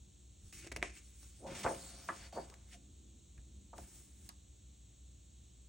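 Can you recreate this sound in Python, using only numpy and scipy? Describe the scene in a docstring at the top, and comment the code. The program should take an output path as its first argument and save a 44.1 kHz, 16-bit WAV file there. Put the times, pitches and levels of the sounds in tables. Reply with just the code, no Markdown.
"""A low ventilation hum and faint hiss fill a quiet room; then one stiff page of a large book is turned.
A finger rubs and flicks the corner free, and the hand slides under the sheet, which bends, buckles,
flips over and lands on a puff of air. The hand brushes off the page and a nail ticks its edge.
Friction is heard as streams of tiny clicks, sudden release as damped pulses; these excite the
resonances of the room and of the wooden table under the book."""
import sys
import numpy as np
from scipy import signal
from scipy.fft import rfft, irfft
from scipy.io import wavfile

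SR = 44100
rng = np.random.default_rng(int(sys.argv[2]) if len(sys.argv) > 2 else 0)


def materialize(psi):
    """Save the field psi as 16-bit PCM at rate SR to the path in sys.argv[1].

    A 1-D psi becomes a single channel; in a 2-D psi each row is a channel.
    """
    bounded = np.clip(np.atleast_2d(psi).T, -1, 1)
    quanta = np.round(bounded * 32767).astype(np.int16)
    wavfile.write(sys.argv[1], SR, quanta)


N = 250488
T = np.arange(N) / SR
BIN_HZ = np.fft.rfftfreq(N, 1 / SR)


def from_db(db):
    return 10 ** (np.asarray(db) / 20)


def rms_one(x):
    return x / np.sqrt(np.mean(x ** 2) + 1e-20)


def add(out, x, s):
    """Superposition: mix x in from time s."""
    i = int(s * SR)
    out[i:i + len(x)] += x[:N - i]


def colour(x, spectrum):
    """Spectral shaping, falling 20 dB per octave beyond the given points; rms 1."""
    hz, db = np.transpose(spectrum)
    octave, points = np.log2(BIN_HZ + 1), np.log2(hz)
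    beyond = abs(octave - np.clip(octave, points[0], points[-1]))
    return rms_one(irfft(rfft(x) * from_db(np.interp(octave, points, db) - 20 * beyond), N))


def band(x, low_hz, high_hz, order=2):
    """Causal band-pass filter."""
    sos = signal.butter(order, [low_hz, min(high_hz, .45 * SR)], "band", fs=SR, output="sos")
    return signal.sosfilt(sos, x)


def drift(per_s):
    """Slow random modulation; rms 1."""
    knots = rng.standard_normal(1 << 14)
    return rms_one(np.interp(T * per_s, np.arange(len(knots)), knots))


def grains(per_s, spread_db):
    """Stick-slip friction: fibres catch and let go in random, uneven clicks; rms 1."""
    sizes = from_db(spread_db * np.minimum(rng.exponential(1, N), 4)) * rng.choice([-1, 1], N)
    return rms_one(sizes * (rng.random(N) < per_s / SR))


def ring(x, hz, t60):
    """A damped resonator with unit gain at its peak."""
    r = from_db(-60 / (t60 * SR))
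    feedback = [1, -2 * r * np.cos(2 * np.pi * hz / SR), r * r]
    return signal.lfilter(np.array([1, 0, -1]) * (1 - r * r) / 2, feedback, x + 1e-18)


def burst(envelope, low_hz, high_hz, order=2):
    """Tiny slips sum to band-limited noise with the energy of the envelope."""
    x = band(envelope * rng.choice([-1, 1], len(envelope)), low_hz, high_hz, order)
    return rms_one(x) * np.sqrt(np.mean(envelope ** 2))


def pulse(hz, ratio, order=2):
    """Impulse response of a band around hz: a few damped swings; peak 1."""
    ratio = max(ratio, 1.1)
    x = band(1. * (T[:SR // 10] == 0), hz / ratio, hz * ratio, order)
    return x / abs(x).max()


def strokes(rows):
    """Incoherent strokes rise, hold, fade and add in power; one gain curve per level column."""
    power = 0
    for s, rise_s, hold_s, fade_s, *db in rows:
        rise = np.clip((T - s) / rise_s, 0, 1)
        fade = np.exp(-np.maximum(T - s - rise_s - hold_s, 0) / fade_s)
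        power = power + np.outer(from_db(db), rise * fade + 1e-9) ** 2
    return np.sqrt(power)


# Ventilation tones. Each row: frequency in Hz, rms level in dB.
HUM_TONES = [(60, -63.5), (99.5, -82), (119.5, -75.5), (197.5, -77.5), (297, -82), (359, -85.5)]
# Spectra of the rumble and its diffuse part. Each row: frequency in Hz, relative level in dB.
RUMBLE_SPECTRUM = [(20, -40), (32, -21), (45, -13.5), (62, -1.5), (85, -8), (150, -19.5), (250, -25),
                   (350, -31.5), (500, -36), (800, -43.5), (1400, -48), (3000, -56)]
DIFFUSE_SPECTRUM = [(40, -6.5), (70, -1), (130, -3), (200, -2), (350, -5), (550, -6.5), (900, -10.5),
                    (1500, -22), (3500, -24.5)]

def ventilation():
    """Wavering tones over broadband rumble, whose diffuse part differs between the channels."""
    hum = 0
    for hz, db in HUM_TONES:
        amplitude = from_db(db) * np.sqrt(2) * (1 + 0.073 * drift(5.8))
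        hum += amplitude * np.sin(2 * np.pi * hz * T + .5 * drift(2.7))
    rumble = from_db(-61.5) * colour(rng.standard_normal(N), RUMBLE_SPECTRUM)
    diffuse = from_db(-75.5) * colour(rng.standard_normal(N), DIFFUSE_SPECTRUM)
    return hum + rumble + diffuse * [[1], [-1]]


# Faint hiss with a gap around 10-13 kHz. Each row: frequency in Hz, relative level in dB.
HISS_SPECTRUM = [(1000, -22), (2000, -11), (3000, -3), (3900, 1), (5000, -9), (6500, 3.5), (8000, 5),
                 (9300, -7), (10300, -24), (12000, -29.5), (15000, -6)]

def background_hiss():
    """Partly coherent noise: one part common to both channels, a weaker part independent."""
    common = from_db(-69) * colour(rng.standard_normal(N), HISS_SPECTRUM)
    return common + from_db(-81) * colour(rng.standard_normal((2, N)), HISS_SPECTRUM)


def room(x, early_db=-15, tail_db=-13, early_s=0.013, t60_s=0.3, treble_db=-4):
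    """Reverberation: early reflections off the table, then a short exponential tail."""
    t = T[:SR // 2]
    def reflections():
        echoes = rng.standard_normal((2, len(t))) * (t > .0012)
        early = from_db(early_db) * rms_one(echoes[0] * np.exp(-t / early_s))
        tail = from_db(tail_db) * rms_one(echoes[1] * from_db(-60 * t / t60_s))
        response = (early + tail) / np.sqrt(len(t))
        dull = band(response, 123.2, 4200, order=1)
        return signal.fftconvolve(x, dull + from_db(treble_db) * (response - dull))[:N]
    lateral = reflections()
    side = from_db(5) * band(lateral, 610, 1300, order=1) + from_db(-24.5) * lateral
    return reflections() + side * [[1], [-1]]


# Room resonances. Each row: frequency in Hz, gain in dB, time to fall 60 dB in seconds.
ROOM_MODES = [(472, -7, 0.23), (492, -1, 0.26), (539, 5, 0.18), (620, -7, .25), (682, 1.5, 0.16),
              (830, -2.5, .25), (880, -12, 0.24), (944, -8.5, .18), (1078, -5, .22), (1145, -8.5, .2),
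              (1310, -4, .17), (1420, -5.5, 0.11), (1690, -6, 0.11)]

def room_ring(x):
    """Resonance: the room rings briefly after each movement of the page."""
    return x + sum(from_db(db) * ring(x, hz, t60) for hz, db, t60 in ROOM_MODES)


def spread(x, hiss_db=-7, body_db=-9, span_s=0.0013):
    """An extended source: paths from across the page differ a little between the channels."""
    paths = rng.standard_normal(SR // 50) * np.exp(-T[:SR // 50] / span_s)
    wide = from_db(hiss_db) * band(x, 2900, 7000) + from_db(body_db) * band(x, 500, 1000)
    return x + signal.fftconvolve(wide, paths / np.linalg.norm(paths))[:N] * [[1], [-1]]


def from_right(x, lag_s=0.00044):
    """Path difference: sound from the right reaches the left channel later."""
    return np.array([np.interp(T - lag_s, T, x), x])


# Modes of the wood. Each row: frequency in Hz, gain in dB, time to fall 60 dB in seconds.
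TABLE_MODES = [(196.5, 6, 0.82), (305, -2, 0.41), (338, 5.5, 0.34), (377, -6.5, 0.3)]

def table_top(x):
    """Forced vibration: whatever touches the book excites the table's modes."""
    return x + sum(from_db(db) * ring(x, hz, t60) for hz, db, t60 in TABLE_MODES)


# Bumps of the hand. Each row: centre in seconds, level in dB, half-width in seconds,
# frequency near the top of the band in Hz.
HAND_BUMPS = [(0.45, -51, 0.036, 58), (0.56, -55, 0.028, 58.4), (0.775, -50, 0.086, 59),
              (1.524, -55, 0.067, 62), (3.389, -50.5, 0.026, 65.3), (3.818, -54, 0.013, 70)]

def thumps():
    """Soft impact: the hand's long contact with the book excites only low frequencies."""
    return sum(from_db(db) * burst(np.exp(-((T - s) / width_s) ** 2) + 1e-9, hz / 8, hz * 1.13)
               for s, db, width_s, hz in HAND_BUMPS)


# Palm presses. Each row: start, rise, hold and fade in seconds, level in dB.
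PALM_PRESSES = [(2.58, 0.22, 0.38, 0.13, -62), (3.42, 0.064, 0.088, 0.13, -60),
                (3.72, 0.04, 0.061, 0.062, -62), (4.14, 0.087, 0.035, 0.05, -63.5)]
# Their spectrum. Each row: frequency in Hz, relative level in dB.
PALM_SPECTRUM = [(40, -11), (70, 14.5), (130, -25.5), (200, -1), (330, -10.5), (520, -24.5), (900, -38)]

def palm():
    """Soft friction: the palm shifting on the book makes low noise."""
    return strokes(PALM_PRESSES)[0] * colour(rng.standard_normal(N), PALM_SPECTRUM)


# The sliding edge catching. Each row: start, rise, hold and fade in seconds, rasp and whistle in dB.
EDGE_RASPS = [(1.74, 0.07, 0.14, 0.07, -65, -73), (2.17, 0.07, 0.035, .008, -74, -68),
              (2.325, 0.006, 0.094, 0.016, -74, -66)]

def rasp(coarse_hz=480, whistle_hz=130, glide_hz_per_s=400):
    """Uneven stick-slip puts sidebands around a rising rate: wide ones rasp, narrow ones whistle."""
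    hz = 4400 + glide_hz_per_s * (T - 1.9)
    cycle = np.cos(2 * np.pi * np.cumsum(hz) / SR)
    return sum(gain * rms_one(band(grains(4300, 3), 8.6, half_width_hz) * cycle)
               for gain, half_width_hz in zip(strokes(EDGE_RASPS), (coarse_hz, whistle_hz)))


def shimmer(x, bands=14, depth_db=2.5, shifts_per_s=30):
    """Amplitude modulation: the hiss shimmers as its bands swell and fade at random; rms 1."""
    band_of_bin = np.searchsorted(np.geomspace(2000, 11000, bands - 1), BIN_HZ)
    spectrum = rfft(x)
    parts = (irfft(spectrum * (band_of_bin == k), N) for k in range(bands))
    return rms_one(sum(part * from_db(depth_db * drift(shifts_per_s)) for part in parts))


# The sheet swinging over. Each row: time in seconds, level in dB before each layer's offset.
SWING_LEVELS = [(1.66, -51), (1.842, -53.5), (1.848, -54.5), (2.14, -59), (2.162, -55.5), (2.278, -65),
                (2.29, -66)]

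def swing_gain(edge_s=0.016):
    """Friction noise follows the sheet's speed, dying away outside the swing."""
    s, db = np.transpose(SWING_LEVELS)
    return from_db(np.interp(T, s, db)) * np.exp(-abs(T - np.clip(T, s[0], s[-1])) / edge_s)


# Rubbing strokes. Each row: start, rise, hold and fade in seconds, then the named levels in dB.
FINGER_STROKES = [(.38, 0.096, 0.03, 0.018, -90, -64.5), (.523, 0.0029, 0.067, 0.041, -60, -54.5),
                  (.59, 0.036, 0.053, 0.0083, -58, -73), (.72, .015, 0.039, 0.01484, -69, -85),
                  (.824, 0.0028, 0.0032, 0.05, -48, -80), (.925, 0.05, 0.0033, 0.02, -58.5, -58.5),
                  (1.0, 0.028, 0.53, .05, -80, -66.5), (1.17, 0.064, .01, 0.036, -76, -61)]  # at the corner and under the page: rub, skin hiss
SHEET_DRAGS = [(1.46, 0.016, 0.063, 0.042, -57, -70, -55.5),
               (1.545, 0.0058, 0.064, 0.025, -52.5, -52.5, -57.5),
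               (1.63, 0.0035, 0.0064, 0.016, -46.5, -51.5, -50),
               (2.07, 0.011, 0.19, 0.019, -61.5, -82, -67),
               (2.324, 0.0023, 0.067, 0.13, -65.5, -63.5, -61.5),
               (2.66, 0.08, 0.0024, 0.018, -63, -62, -81.5)]  # over the next page: crease, hiss, wobble
HAND_BRUSHES = [(3.745, 0.042, 0.047, 0.04, -59, -70.5), (3.83, 0.095, 0.059, 0.1, -59, -75),
                (4.10, 0.15, 0.022, 0.022, -64, -79)]  # off the new page: hiss, rub
# Spectra of the friction layers. Each row: frequency in Hz, relative level in dB.
CORNER_SPECTRUM = [(150, -13), (300, 3), (700, -23), (1400, -10.5), (1800, -6), (2150, 0.5), (2750, -1),
                   (3300, -10.5), (4200, -12.5), (5800, -7.5), (9300, -9.5), (12000, -49.5)]
CREASE_SPECTRUM = [(700, -18), (1400, -4), (2200, 1.5), (3000, -1.5), (4200, -5), (5500, -5.5),
                   (9300, -6.5), (12000, -26)]
SLIDE_SPECTRUM = [(300, -30), (700, -22), (1400, -10), (2200, -12.5), (3200, -6.5), (4300, -5), (5300, -1),
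                  (7500, 2), (9300, 4), (11500, -11.5), (15000, -5), (16000, 2.5)]
BEND_SPECTRUM = [(30, -15), (60, -6.5), (180, 7), (300, 1), (500, -7), (720, -2), (1000, -7), (1500, -9),
                 (2500, -32.5)]
BRUSH_SPECTRUM = [(150, -7.5), (330, 3), (600, -19), (1400, -14), (2200, -13), (4300, -14), (5500, -7),
                  (7500, -1.5), (9300, -0.5), (11500, -11), (15000, -3), (16000, -5)]

def friction():
    """Dense stick-slip clicks merge into rubbing noise; fluttering pressure modulates the hiss."""
    rub, skin = strokes(FINGER_STROKES)
    creasing, drag, wobble = strokes(SHEET_DRAGS)
    brushing, brush_rub = strokes(HAND_BRUSHES)
    swing = swing_gain()
    crease_gain = np.hypot(creasing + brush_rub, from_db(-11) * swing)
    slide_gain = np.hypot(skin + drag, from_db(-0.5) * swing)
    bend_gain = np.hypot(wobble + from_db(-19.5) * brushing, from_db(-8.5) * swing)
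    corner = rub * colour(grains(per_s=5800, spread_db=4), CORNER_SPECTRUM)
    crease = crease_gain * colour(grains(9000, 0.5), CREASE_SPECTRUM)
    slide = slide_gain * shimmer(colour(grains(9400, 2.5), SLIDE_SPECTRUM))
    bend = room_ring(bend_gain * colour(grains(5100, -0.5), BEND_SPECTRUM))
    brush = brushing * colour(grains(22000, -1.5), BRUSH_SPECTRUM)
    press = palm()
    grit = from_db(-6.5) * drag * colour(grains(450, 0.5), SLIDE_SPECTRUM)  # coarse fibres
    pressure = from_db(0.81 * drift(per_s=70))
    swells = from_db(1.5 * drift(per_s=45))
    return corner + crease * swells + bend + press + grit + (slide + brush + rasp()) * pressure


def nail(at_s=4.2907, graze_s=0.0011, skid_s=0.0052, knock_s=0.0073, body_s=0.0077):
    """Hard impact: a nail's brief contact ticks brightly, knocks the page block and skids along it."""
    out, t = np.zeros(N), T[:SR // 10]
    tick = from_db(-29.5) * pulse(9000, 1.5)
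    edge_ring = from_db(-43) * pulse(4500, 1.1)
    contact = np.exp(-np.maximum((at_s - T) / graze_s, (T - at_s) / skid_s))
    skid = from_db(-50.5) * burst(contact + 1e-9, 2900, 9500)
    knock = from_db(-55) * burst(np.exp(-t / knock_s), 2400, 6100)
    body = from_db(-53) * burst(np.exp(-t / body_s), 730, 1480)
    add(out, tick + edge_ring + knock + body, at_s)
    return out + skid


# Air pushed by the sheet. Each row: start in seconds, peak level in dB, frequency in Hz.
AIR_PUFFS = [(1.431, -51.5, 160.3), (1.502, -44, 120), (1.518, -39.5, 169), (1.649, -34.5, 57.6),
             (1.665, -49, 121), (1.678, -38.5, 228), (1.685, -47, 131.4), (1.700, -54, 126.7),
             (1.764, -45.5, 74), (1.780, -51, 190), (2.384, -46, 161)]

def puffs():
    """Air displacement: each shove of the sheet radiates one low pressure pulse."""
    out = np.zeros(N)
    for s, db, hz in AIR_PUFFS:
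        add(out, from_db(db) * pulse(hz, ratio=2.14), s)
    return out


# The edge slipping off a finger or page. Each row: start in seconds, snap, crackle and thud in dB.
EDGE_SNAPS = [(0.527, -53, -52.5, -69), (0.6456, -48, -53, -53), (0.667, -59, -52.5, -49),
              (0.6728, -47, -47.5, -61), (0.717, -39, -45, -53), (0.7201, -36, -45.5, -46.5),
              (0.7241, -53, -45, -53), (0.7277, -45, -63, -54), (0.7626, -32, -37.5, -41),
              (0.7645, -36, -49, -47), (0.7693, -39, -43, -43), (.8184, -44, -68.5, -51),
              (0.8269, -20, -38, -34), (1.2305, -61, -59, -67), (1.6636, -36, -70.5, -57),
              (1.7468, -61, -47, -74), (2.0891, -42, -66, -57), (2.3255, -72, -56, -74),
              (2.4996, -56, -51, -54.5), (2.5404, -51, -53.5, -73), (2.7446, -55, -58, -72),
              (3.3785, -57, -64, -84), (3.7812, -64, -48, -59)]

def snaps(scrape_s=0.0027, shake_s=0.015):
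    """Elastic release: the edge springs back, scrapes, thuds on the pages below and shakes the sheet."""
    out, t = np.zeros(N), T[:SR // 10]
    for s, snap_db, crackle_db, thud_db in EDGE_SNAPS:
        snap = from_db(snap_db) * pulse(2077, 1.194)
        crack = from_db(6) * pulse(7000, 1.7)
        scrape = burst(np.exp(-t / scrape_s), 700, 9100, order=1)
        shake = from_db(-10.5) * burst(np.exp(-t / shake_s), 230, 620)
        thud = pulse(360, 1.46) + shake
        add(out, snap + from_db(crackle_db) * (crack + scrape) + from_db(thud_db) * thud, s)
    return out


def buckle(at_s=1.6633, jolts=4, gap_s=0.002, first_db=-20.5, loss_db=3.6):
    """Snap-through buckling: the bowed sheet breaks over in a run of ever softer jolts."""
    out = np.zeros(N)
    for k in range(jolts):
        add(out, from_db(first_db - loss_db * k) * pulse(700, 1.97, order=4), at_s + k * gap_s)
    return out


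# The sheet lifting, flipping and landing. Each row: peak time in seconds, level in dB,
# rise and decay in seconds, centre frequency in Hz, ratio of band edge to centre.
SHEET_FLEXES = [(.828, -39, 0.00037, 0.0025, 1100, 1.54), (1.432, -53.5, .016, 0.03, 395, 1.7),
                (1.451, -51.5, 0.0067, 0.069, 710, 1.4), (1.655, -39.5, 0.0088, 0.017, 886, 1.57),
                (1.666, -33.5, 0.0047, 0.0057, 737, 1.35), (1.67, -44.5, 0.01, 0.014, 1591, 1.45),
                (1.688, -43.5, .008, 0.01397, 640, 1.73), (1.709, -41.5, .01, 0.0083, 544, 1.59),
                (2.0892, -37, 0.00054, .0105, 1210, 1.68), (2.1, -51, 0.0025, .0074, 860, 1.34),
                (2.329, -62, .0016, .008, 680, 1.5), (2.37, -45, 0.012, 0.0093, 620, 1.64),
                (2.38, -56, .008, 0.01, 1400, 1.24), (2.385, -43.5, 0.0041, 0.014, 620, 1.63),
                (2.525, -62.5, 0.009, 0.011, 806, 1.62), (2.750, -64.5, 0.013, 0.0077, 670, 1.13),
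                (3.379, -68, .002, 0.0074, 1900, 1.26), (3.733, -56.5, .0015, 0.013, 755, 1.67),
                (3.785, -56.5, 0.0055, 0.013, 650, 2.04)]
# The paper popping into shape or patting down. Each row: start in seconds, peak level in dB,
# centre frequency in Hz, ratio of band edge to centre.
SHEET_POPS = [(1.451, -53, 660, 0.93), (1.646, -33.5, 605, 1.7), (1.651, -26, 670, 1.8),
              (1.658, -32, 734, 1.6), (1.677, -29, 645, 2.3), (1.6838, -36.5, 640, 1.6),
              (1.694, -35, 620, 1.8), (1.7075, -34, 545, 1.17), (1.735, -40, 560, 1.24),
              (2.0886, -28.5, 1090, 1.8), (2.0945, -34.5, 860, 1.53), (2.099, -34, 1200, 1.06),
              (2.3285, -44, 700, 1.2), (2.3745, -32, 580, 1.55), (2.3815, -36, 700, 1.11),
              (3.7315, -44.5, 790, 1.28), (3.737, -50, 620, 2.5), (3.781, -49.5, 950, 1.5),
              (3.786, -45.5, 754, 1.16), (3.7915, -51, 480, 1.6)]

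def flexes(flutter_longer=2.3, flutter_pitch=0.77, wobble_db_per_octave=-5.5):
    """Flexural vibration: the stiff sheet gives way in dull swells, pops over and flutters on."""
    out, t = buckle(), T[:SR // 2] - .1
    for s, db, rise_s, decay_s, hz, ratio in SHEET_FLEXES:
        low_hz, high_hz = hz / ratio, hz * ratio
        swell = np.exp(-np.where(t < 0, -t / rise_s, t / decay_s))
        lingering = np.exp(-np.where(t < 0, -t / rise_s, t / (decay_s * flutter_longer)))
        flutter = from_db(-9.5) * burst(lingering, flutter_pitch * low_hz, flutter_pitch * high_hz, 3)
        wobble_db = -6.5 + wobble_db_per_octave * np.log2(hz / 400)  # deeper flexes wobble more
        wobble = from_db(wobble_db) * burst(lingering, 170, 400)
        flex = burst(swell, low_hz, high_hz, order=4)
        add(out, from_db(db) * (flex + flutter + wobble), s + t[0])
    for s, db, hz, ratio in SHEET_POPS:
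        add(out, from_db(db) * pulse(hz, ratio, order=3), s)
    return room_ring(out)


def scene():
    """Superposition of the sound of page and nail, its reverberation and the background."""
    rubbing = table_top(friction())
    blows = table_top(snaps() + flexes() + puffs() + thumps())
    tick = nail()
    near = spread(rubbing) + blows + from_right(tick)
    return near + room(rubbing + blows + tick) + ventilation() + background_hiss()


# Left-right phase; the channels oppose around 11-14 kHz.
# Each row: frequency in Hz, lead of the left channel in radians.
CHANNEL_PHASE = [(0, 0), (2000, 0), (4400, -.3), (4680, -.8), (4900, -3.1), (5200, -5.5), (6000, -6.28),
                 (8000, -7.2), (10200, -8.4), (11300, -9.3), (13600, -9.5), (15300, -10.5)]

def record(dry, low_cut_hz=38, high_cut_hz=15900):
    """Phase shift and band limiting: the left treble lags; the deepest bass and the top are cut."""
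    lead = np.interp(BIN_HZ, *np.transpose(CHANNEL_PHASE))
    left = irfft(rfft(dry[0]) * np.exp(1j * lead), N)
    pair = signal.sosfilt(signal.butter(5, low_cut_hz, "high", fs=SR, output="sos"), [left, dry[1]])
    return signal.sosfilt(signal.ellip(10, .1, 70, high_cut_hz, fs=SR, output="sos"), pair)


dry = scene()
out = record(dry)
materialize(out)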